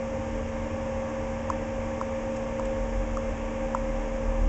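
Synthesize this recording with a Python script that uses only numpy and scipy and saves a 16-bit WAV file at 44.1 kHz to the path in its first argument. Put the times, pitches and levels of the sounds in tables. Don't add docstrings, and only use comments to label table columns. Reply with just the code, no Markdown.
import sys
import numpy as np
from scipy import signal
from scipy.fft import rfft, irfft
from scipy.io import wavfile
from scipy.ndimage import uniform_filter1d

SR = 44100
rng = np.random.default_rng(int(sys.argv[2]) if len(sys.argv) > 2 else 0)


def generate_wav(signal):
    frames = np.transpose(np.atleast_2d(signal))
    scaled = np.clip(frames, -1, 1) * 32767
    pcm = np.round(scaled).astype(np.int16)
    wavfile.write(sys.argv[1], SR, pcm)


def ratio(d):
    e = np.asarray(d, float) / 20
    return 10 ** e


N = 197744

# multiple of the shaft rate, rms level in dB, flutter in dB.
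ROTOR_TONES = [(1, -54, 1), (3, -40, .3), (5, -66, 1), (8, -60, 1.5), (28, -68, 2), (35, -70, 2),
               (49, -85, 2), (12, -52, 1.5), (13, -58, 2), (21, -62, 2), (24, -70, 2)]
# frequency in Hz, level in dB per Hz.
AIR_COLOUR = [(59, -46), (100, -5), (174, -13), (235, -12.5), (373, -14.5), (530, -8), (675, -16.5),
              (908, -17.5), (1370, -23.5), (1740, -24.5), (2710, -23.5), (4150, -45), (6600, -32.5),
              (7660, -38.5), (8400, -84.5), (10900, -104), (18500, -120)]
# frequency in Hz, width in Hz, lift in dB.
CASE_RESONANCES = [(115, 6.7, 0.5), (292.4, 51, 10), (448, 26, 6), (524, 35, 2.5), (577, 34, 4.5),
                   (793, 65, 9), (930, 120, 1), (1129, 121, 7.5), (1736, 120, 7.5), (2120, 120, 4),
                   (2360, 270, 3.5), (2590, 510, -4), (6320, 330, -0.5), (383.4, 76, -6), (700, 28, -3),
                   (4190, 420, -4), (5400, 380, 3.5), (2920, 69, -3.5), (3360, 45, 4.5), (249, 19, -6)]
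# time in seconds, level in dB, firing rate in Hz.
LORRY_APPROACH = [
    (2.4, -58, 47.9),
    (2.62, -38.5, 46.96),
    (2.9, -29.5, 44.7),
    (3.3, -34, 39.53),
    (3.52, -39.5, 38.7),
    (3.97, -31, 38.84),
    (4.13, -36, 38.13),
    (4.3, -26, 38.2),
    (4.48, -24.5, 38.55),
]
# lowest Hz, highest Hz, level in dB.
RUMBLE_MODES = [
    (34, 50, -43),
    (67.3, 79, -45.5),
    (85.6, 95, -48),
]
# start in seconds, peak in dB, lowest Hz the shell passes, ring in dB, rattle in dB.
MOTOR_TICKS = [
    (1.5, -16.5, 930, 6, -21),
    (2.0122, -19.5, 930, 1.5, -25.5),
    (2.5956, -23, 893, -1, -21.5),
    (3.17, -23, 1056, 0, -20.5),
    (3.748, -13.5, 895, -8, -28),
]
# start in seconds, length in seconds, rms level in dB.
MOTOR_SCRAPES = [
    (1.506, .02, -54),
    (2.354, .024, -49),
    (2.648, .016, -46),
    (3.765, .025, -55),
]

SHAFT_HZ, BLADES_DB = 76.376, -37.5
DISC_HZ, DISC_DB = 303.06, -50.5
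FOURTH_DB, IN_STEP_S = -53.5, .3
AIR_DB, AIR_FLAT_HZ = -39, 7500
MAINS_HZ, MAINS_DB = 120, -53
GAIN_RISE_DB, GAIN_SETTLE_S = 0.45, .3
IDLE_HZ, IDLE_DB, IDLE_OCTAVE_DB = 41.83, -44, 2.5
IDLE_PULL_HZ = .45
IDLE_FROM_S, IDLE_UNTIL_S, IDLE_FADE_S = .05, 1.92, 0.097
LORRY_OCTAVE_DB = -13.5
THROB_HZ, THROB_PEAK_S, THROB_DEPTH = 6.135, 4.29, .35
SUB_DB = -47.5
SHELL_TOP_HZ = 1367


def level(x, db):
    return x * ratio(db) / np.sqrt(np.mean(x ** 2))


def walk(rate):
    hold = int(SR / rate)
    steps = np.repeat(rng.standard_normal(N // hold + 1), hold)
    smooth = uniform_filter1d(uniform_filter1d(steps, hold), hold)
    return level(smooth[:N], 0)


def curve(table):
    seconds, *columns = np.transpose(table)
    t = np.arange(N) / SR
    return [np.interp(t, seconds, column) for column in columns]


def band(lo_hz, hi_hz):
    sos = signal.butter(3, [lo_hz, hi_hz], "bandpass", fs=SR, output="sos")
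    return level(signal.sosfilt(sos, rng.standard_normal(N)), 0)


def rotor(turn):
    out = ratio(BLADES_DB + 1.8 * walk(16)) * np.sin(7 * turn)
    for order, db, flutter_db in ROTOR_TONES:
        loudness = ratio(db + flutter_db * walk(13))
        start_phase = 2 * np.pi * rng.random()
        out = out + loudness * np.sin(round(order) * turn + start_phase)
    return np.sqrt(2) * out


def disc(turn):
    t = np.arange(N) / SR - IN_STEP_S
    hum = np.sin(2 * np.pi * DISC_HZ * t + .25 * walk(4))
    fourth = np.sin(4 * (turn - turn[int(IN_STEP_S * SR)]))
    return level(hum, DISC_DB) + level(fourth, FOURTH_DB)


def air():
    hz = np.fft.rfftfreq(N, 1 / SR) + 1
    colour_hz, colour_db = np.transpose(AIR_COLOUR)
    db = np.interp(np.log(np.minimum(hz, AIR_FLAT_HZ)), np.log(colour_hz), colour_db)
    for centre_hz, width_hz, lift_db in CASE_RESONANCES:
        db = db + lift_db / (1 + ((hz - centre_hz) / (width_hz / 2)) ** 2)
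    rush = rfft(rng.standard_normal(N)) * ratio(db)
    half_octave = 2 * np.log2(hz / 100)
    out = 0
    for k in range(14):
        share = np.clip(1 - abs(half_octave - k), 0, 1)
        out = out + ratio(0.29 * walk(6)) * irfft(rush * share, N)
    return level(out, AIR_DB)


def engine(db, hz, octave_db, waver, rough):
    phase = 2 * np.pi * np.cumsum(hz * (1 + waver * walk(13))) / SR
    swing = 1 + rough * walk(25)
    tone = np.sin(phase) + ratio(octave_db) * np.sin(2 * phase)
    return np.sqrt(2) * ratio(db) * swing * tone


def traffic():
    t = np.arange(N) / SR
    swell = 1 + np.tanh((t - IDLE_FROM_S) / IDLE_FADE_S)
    fade = 1 - np.tanh((t - IDLE_UNTIL_S) / IDLE_FADE_S)
    idle_hz = IDLE_HZ + IDLE_PULL_HZ * np.minimum(t, IDLE_UNTIL_S) ** 3
    idle = swell * fade / 4 * engine(IDLE_DB, idle_hz, IDLE_OCTAVE_DB, waver=.008, rough=.2)
    throb = 1 + THROB_DEPTH * np.cos(2 * np.pi * THROB_HZ * (t - THROB_PEAK_S))
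    lorry_db, lorry_hz = curve(LORRY_APPROACH)
    lorry = throb * engine(lorry_db, lorry_hz, LORRY_OCTAVE_DB, waver=.02, rough=0.12)
    rumble = sum(ratio(db) * band(lo_hz, hi_hz) for lo_hz, hi_hz, db in RUMBLE_MODES)
    return idle + lorry + rumble + ratio(SUB_DB) * band(12, 34)


def focus_motor():
    out = np.zeros(N)
    t = np.arange(int(.06 * SR)) / SR
    tap = 1. * (t == 0)
    rattle = band(5100, 8200) + .7 * band(6500, 8400)
    rub = band(1700, 3400)
    thump = signal.sosfilt(signal.butter(2, [550, 900], "bandpass", fs=SR, output="sos"), tap)
    for s, db, lo_hz, ring_db, rattle_db in MOTOR_TICKS:
        i = int((s - .0006) * SR)
        shell = signal.cheby1(3, 1.5, [lo_hz, SHELL_TOP_HZ], "bandpass", fs=SR, output="sos")
        knock = -signal.sosfilt(shell, tap)
        ring = signal.lfilter(*signal.iirpeak(1.105 * lo_hz, 9., fs=SR), knock)
        body = knock / abs(knock).max()
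        body = body + ratio(ring_db) * ring / abs(ring).max()
        body = body + 0.34 * thump / abs(thump).max()
        burst = np.exp(-((t - .0019) / .002) ** 4) * rattle[i:i + len(t)]
        tick = body / abs(body).max() + ratio(rattle_db - 2.5) * burst
        out[i:i + len(t)] += ratio(db) * tick
    for s, length_s, db in MOTOR_SCRAPES:
        i, n = int(s * SR), int(length_s * SR)
        scrape = (rattle + .7 * rub)[i:i + n]
        out[i:i + n] += ratio(db - 3.5) * np.hanning(n) * scrape
    return out


def scene():
    t = np.arange(N) / SR
    turn = 2 * np.pi * SHAFT_HZ * t + .2 * walk(.9)
    mains = level(np.sin(2 * np.pi * MAINS_HZ * t), MAINS_DB)
    gain = ratio(2.0 - GAIN_RISE_DB * np.exp(-t / GAIN_SETTLE_S))
    computer = gain * (rotor(turn) + disc(turn) + air() + mains)
    return (computer + traffic() + focus_motor())[None]


def low_pass(x):
    return signal.sosfilt(signal.butter(12, 8600, fs=SR, output="sos"), x)


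def record(dry):
    low_rate = signal.cheby1(14, .5, 7770, fs=SR, output="sos")
    narrow = signal.sosfilt(low_rate, dry)
    return low_pass(narrow)


dry = scene()
out = record(dry)
generate_wav(out)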